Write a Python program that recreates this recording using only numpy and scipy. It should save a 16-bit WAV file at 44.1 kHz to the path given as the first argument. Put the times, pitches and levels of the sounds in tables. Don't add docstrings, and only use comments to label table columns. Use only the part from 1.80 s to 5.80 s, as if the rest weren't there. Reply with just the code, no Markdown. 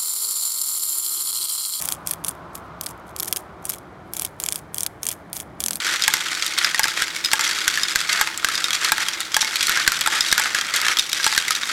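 import sys
import numpy as np
from scipy import signal
from scipy.fft import rfft, irfft, next_fast_len
from scipy.io import wavfile
from scipy.ndimage import map_coordinates

SR = 44100
rng = np.random.default_rng(int(sys.argv[2]) if len(sys.argv) > 2 else 0)


def materialize(psi):
    bounded = np.clip(np.atleast_2d(psi).T, -1, 1)
    quanta = np.round(bounded * 32767).astype(np.int16)
    wavfile.write(sys.argv[1], SR, quanta)


N = 176400
TOP_HZ = 16100

# time in seconds, level in dB.
TYRE_LEVELS = [(0, -42.5), (.9, -42), (1.6, -45.5), (2.45, -51.5), (3.3, -53.5), (4, -55)]
# frequency in Hz, gain in dB.
TYRE_COLOUR = [(300, -5), (500, -11.5), (620, -3.5), (1080, 2.5), (1420, -1.5), (1800, -17), (4000, -24.5),
               (12000, -47)]
TRAFFIC_COLOUR = [(30, -41.5), (46, -10.5), (62, 1), (78, 0), (120, -2), (170, -1), (240, -8), (320, -2.5),
                  (500, -8.5), (620, -4.5), (1000, -11), (1500, -13), (2300, -19.5), (2700, -30.5),
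                  (3050, -27), (4500, -34), (7000, -40), (15000, -52.5)]
# time in seconds, pitch in Hz, level in dB.
FAR_ENGINE = [(0, 172, -51.5), (.8, 168.6, -50.5), (1.6, 167, -65), (2.4, 181.5, -60), (3.2, 184.4, -57),
              (4, 166.7, -55)]
PASSING_DRONE = [(1, 377.2, -72), (1.45, 378.2, -49.5), (1.72, 375, -52), (2.3, 352, -53.5),
                 (2.7, 346, -73)]
UPPER_HUM = [(2.9, 286, -81), (3.6, 293, -60), (4, 287.5, -49)]
LOWER_HUM = [(3.1, 215, -69), (3.6, 214.8, -53.5), (4, 223.2, -51.5)]
# frequency in Hz, gain in dB.
RUB_COLOUR = [(300, -20), (1900, -12), (4200, -11), (6500, -5), (11000, -2), (15500, -10)]
SLAP_COLOUR = [(300, -20.5), (1100, -10), (1900, -13), (4200, -6.5), (6300, -3.5), (10400, 0),
               (13800, -5.5), (15500, -9)]
# centre in Hz, width in Hz, boost in dB.
CONTACT_RESONANCES = [(2340, 137, 4), (3330, 260, 5.5), (5240, 117, 2), (9240, 740, 2), (11500, 400, 1.5)]
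# start in seconds, end in seconds, strength in dB.
FLAPPING_BOUTS = [(0, 0.142, -32), (0.266, 0.336, -35), (0.453, 0.508, -40), (0.748, 0.787, -46.5),
                  (0.835, 0.868, -69), (1.012, 1.111, -44.5), (1.272, 1.304, -52.5), (1.362, 1.604, -45),
                  (1.823, 1.85, -55.5), (1.855, 1.949, -35), (2.258, 2.327, -71), (2.335, 2.465, -37),
                  (2.605, 2.783, -37.5), (2.946, 3.044, -35), (3.232, 3.33, -34), (3.537, 3.615, -35.5),
                  (3.805, 3.971, -36)]
# start in seconds, level in dB.
LIGHT_SLAPS_AND_TICKS = [(0.015, -16), (0.0508, -20), (0.116, -27), (0.2941, -22), (0.4404, -25),
                         (0.551, -43.5), (0.733, -47), (1.177, -48), (1.198, -48), (1.426, -19.5),
                         (1.446, -21.5), (1.457, -23), (1.5105, -29), (1.581, -32), (1.592, -38),
                         (1.9054, -20), (1.984, -31), (2.4129, -21), (2.621, -28), (2.789, -30),
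                         (3.254, -22), (3.3256, -22.5), (3.499, -48)]
# middle in seconds, half-length in seconds, level in dB.
WING_SCRAPES = [(0.004, 0.0071, -43), (0.15, 0.005, -35), (0.469, 0.0075, -25), (0.511, 0.0047, -34),
                (0.755, 0.0054, -27.5), (1.039, 0.0087, -30), (1.09, 0.0062, -33.5), (1.109, 0.0053, -34),
                (1.389, 0.0053, -30), (1.481, 0.0083, -19.5), (1.534, 0.0041, -25.5), (1.57, 0.0052, -18.5),
                (1.936, 0.0045, -25.5), (2.371, 0.0064, -28), (2.452, 0.005, -22.5), (2.73, 0.0043, -26),
                (3.07, 0.005, -29.5), (3.316, 0.003, -19), (3.566, 0.013, -27.5), (3.809, 0.0061, -24.5)]
# start in seconds, level in dB, low knock in dB,
# top snap in dB, strongest ring in Hz.
WING_SLAPS = [(0.0228, -13, -3, 2, 11100), (0.0555, -13.5, -8, 1, 12300), (0.088, -10.5, 5, 3, 11200),
              (0.123, -10, 1, 0.5, 6800), (0.273, -11, -1, 1.5, 9200), (0.3107, -10, 1, 2.5, 11200),
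              (0.3132, -11.5, -14, 4, 10600), (0.447, -12.5, 4.5, -0.5, 10100),
              (0.4826, -12.5, 1, 1, 10300), (0.4858, -14.5, 4.5, 4.5, 8800.0),
              (0.492, -14, -14, -1.5, 10200.0), (1.0118, -14, -0.5, 5, 5670), (1.0622, -18, 4.5, 3.5, 9700),
              (1.0661, -17, 0, -7, 4550), (1.3637, -20, 3, 1, 13100.0), (1.399, -14, 0, -5, 5460),
              (1.403, -12.5, 7.5, 8, 11600), (1.4311, -13, 2, 0, 12400), (1.527, -7, 1, 0, 3760),
              (1.562, -14, 1.5, -1, 5000), (1.854, -16, -2.5, -4, 9600), (1.8944, -11, 4, 12, 12000),
              (1.8992, -12, -6, -5, 11600.0), (2.3358, -16.5, -1, 3.5, 11300), (2.3673, -16, 4.5, 2, 7060),
              (2.3962, -12, 0.5, 0, 9900), (2.4207, -13, 4.5, 4, 9600.0), (2.4492, -13.5, 6.5, 3, 9300),
              (2.601, -15, 6, 4, 6300), (2.6378, -11, -1, -4, 7700), (2.6625, -13, 3, -1, 11900),
              (2.6874, -9.5, 4.5, -6, 7450), (2.7238, -11, 2, -1.5, 5100.0), (2.7585, -14, 6.5, 2, 8700),
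              (2.9447, -15.5, 0.5, -0.5, 8600), (2.9831, -12, 4.5, 3.5, 8300), (3.0073, -12, -2, -2, 5800),
              (3.033, -10, 0, 0, 9000), (3.0643, -10.5, 5, 0.5, 9700), (3.2321, -14, -0.5, 0, 6300),
              (3.2675, -10, -5, -8, 7440), (3.288, -10, -5.5, 1, 6750), (3.2914, -16, 2, -7, 5900),
              (3.5306, -16, 5, 4.5, 9300), (3.567, -18, 7.5, 2, 6860), (3.6015, -18.5, 6.5, -1, 6960),
              (3.8044, -14, 3, -2.5, 7200), (3.839, -10, -1, -6, 11360), (3.8619, -9, 1, -5, 7600),
              (3.884, -11, 7, 2, 6100), (3.9087, -11, 5, 0.5, 8050), (3.9324, -16.5, 6, -3, 6500),
              (3.9569, -15, 4, 3, 9000)]


def amp(db):
    return 10 ** (np.asarray(db) / 20)


def unit(x):
    return x / np.sqrt(np.mean(x ** 2) + 1e-20)


def unit_click(x):
    return x * np.sqrt(SR / 1000 / np.sum(x ** 2))


def along(points, hz):
    knots_hz, db = np.transpose(points)
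    return np.interp(np.log(hz + 1), np.log(knots_hz + 1), db)


def peak(hz, centre, width, db):
    return db * np.exp(-((hz - centre) / width) ** 2)


def curves(rows):
    times, *columns = np.transpose(rows)
    return [np.interp(np.arange(N) / SR, times, column) for column in columns]


def wobble(rate):
    return map_coordinates(rng.standard_normal(N // 8), [np.arange(N) * rate / SR], mode="wrap")


def coloured(x, gain_db):
    size = 2 * next_fast_len(len(x))
    cepstrum = irfft(np.log(amp(gain_db(np.fft.rfftfreq(size, 1 / SR)))), size)
    cepstrum[1:size // 2] *= 2
    cepstrum[size // 2 + 1:] = 0
    return irfft(rfft(x, size) * np.exp(rfft(cepstrum)), size)[:len(x)]


def noise(colour):
    return unit(coloured(rng.standard_normal(N), lambda hz: along(colour, hz)))


def add(out, start_s, x):
    part = out[max(0, round(start_s * SR)):][:len(x)]
    part += x[:len(part)]


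def far_hum(rows, drift=0.0178, waver_db=3, octave_db=-20):
    hz, db = curves(rows)
    phase = 2 * np.pi * np.cumsum(hz * (1 + drift * wobble(25))) / SR
    tone = np.sin(phase) + amp(octave_db) * np.sin(2 * phase)
    return amp(db) * unit(tone * amp(waver_db * wobble(9)))


def distant_road():
    tyre_db, = curves(TYRE_LEVELS)
    tyres = amp(tyre_db + 0.28 * wobble(12)) * noise(TYRE_COLOUR)
    engine = far_hum(FAR_ENGINE, drift=0.0297)
    drone = far_hum(PASSING_DRONE, drift=0.035, octave_db=-6.5)
    late_hums = far_hum(UPPER_HUM) + far_hum(LOWER_HUM)
    rumble = amp(-43) * noise(TRAFFIC_COLOUR)
    return tyres + rumble + engine + drone + late_hums


def reflections(x, level_db=-32, t60_s=0.45):
    fade = amp(-60 * np.arange(SR // 3) / SR / t60_s) ** 2
    power = np.abs(signal.fftconvolve(x ** 2, fade / fade.sum())[:N])
    return amp(level_db) * np.sqrt(power) * noise(RUB_COLOUR)


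def effort(attack_s=0.0048, release_s=0.0085, trail_db=-24, trail_s=0.044, lift_db=6, lift_s=0.005):
    t = np.arange(N) / SR
    bouts = np.zeros(N)
    for start, end, db in FLAPPING_BOUTS:
        attack = np.exp(np.minimum(0, t - start) / attack_s)
        since_end = np.maximum(0, t - end)
        trail = amp(trail_db) * np.exp(-since_end / trail_s)
        bouts += amp(db) * attack * (np.exp(-since_end / release_s) + trail)
    landings = np.sort([row[0] for row in WING_SLAPS])
    until_slap = np.append(landings, np.inf)[np.searchsorted(landings, t)] - t
    lull = amp(-lift_db * np.exp(-until_slap / lift_s))
    return amp(-75) + bouts * lull


def grit(grains_per_s, spread_db=5.5):
    hits = (rng.random(N) < grains_per_s / SR) * rng.choice([-1, 1], N)
    sizes = amp(spread_db * rng.standard_normal(N))
    return unit(coloured(hits * sizes, lambda hz: along(RUB_COLOUR, hz)))


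def wing_rustle(flutter_db=4.5, flutter_per_s=150):
    flutter = amp(flutter_db * wobble(flutter_per_s))
    return amp(-6) * unit(flutter * grit(grains_per_s=4000))


def wing_taps(count=800, taps_per_s=135, scatter=0.3, decay_s=0.0014):
    out, t = np.zeros(N), np.arange(SR // 128) / SR
    draws = rng.standard_normal((count, 8))
    forces = rng.standard_normal((count, len(t))) * np.exp(-t / decay_s)
    for k, (size, offset, *tint) in enumerate(draws):
        tint_hz = np.linspace(0, TOP_HZ, len(tint))
        tap = coloured(forces[k], lambda hz: along(RUB_COLOUR, hz) + 4.5 * np.interp(hz, tint_hz, tint))
        db = 7 + 2.5 * min(size, 1)
        add(out, (k + scatter * offset) / taps_per_s, amp(db) * unit_click(tap))
    return out


def light_slaps_and_ticks(decay_s=0.0021):
    out, t = np.zeros(N), np.arange(SR // 128) / SR
    for start, db in LIGHT_SLAPS_AND_TICKS:
        force = rng.standard_normal(len(t)) * np.exp(-t / decay_s)
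        tick = coloured(force, lambda hz: along(RUB_COLOUR, hz))
        add(out, start, amp(db) * unit_click(tick))
    return out


def wing_scrapes():
    t = np.arange(N) / SR
    swells = sum(amp(db) * np.exp(-2 * ((t - middle) / half) ** 2) for middle, half, db in WING_SCRAPES)
    return amp(-1) * swells * grit(grains_per_s=12000)


def wing_slaps(chatter_s=0.0011, shiver_s=0.004, longest_rebound_s=0.0012):
    out, t = np.zeros(N), np.arange(SR // 40) / SR
    for start, db, knock_db, snap_db, ring_hz in WING_SLAPS:
        chatter = 0.16 * np.exp(-t / chatter_s)
        shiver = 0.032 * np.exp(-t / shiver_s)
        force = rng.standard_normal(len(t)) * (chatter + shiver)
        force[0] = 1
        rebound = round(longest_rebound_s * SR * rng.uniform(0.2, 1))
        force[rebound] += 0.33 * rng.choice([-1, 1])
        landing = [(1000, knock_db / 2), (4500, knock_db), (7000, 0.0091), (10000, 0), (12000, snap_db)]
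        ring = lambda hz: peak(hz, ring_hz, width=790, db=7.5)
        slap = coloured(force, lambda hz: along(SLAP_COLOUR, hz) + along(landing, hz) + ring(hz))
        add(out, start, amp(db) * unit_click(slap))
    return out


def scene():
    blows = wing_slaps() + light_slaps_and_ticks()
    contacts = blows + wing_scrapes() + effort() * (wing_rustle() + wing_taps())
    insects = coloured(contacts, lambda hz: sum(peak(hz, *row) for row in CONTACT_RESONANCES) - 1.5)
    return (insects + reflections(insects) + distant_road())[None]


def record(dry):
    size = next_fast_len(N + SR // 2)
    hz = np.fft.rfftfreq(size, 1 / SR)
    low_cut = hz ** 2 / np.sqrt(hz ** 4 + 44 ** 4)
    high_cut = np.clip((TOP_HZ - hz) / 1000 + 0.5, 0, 1)
    return irfft(rfft(dry, size) * low_cut * high_cut, size)[..., :N]


dry = scene()
out = record(dry)
materialize(out)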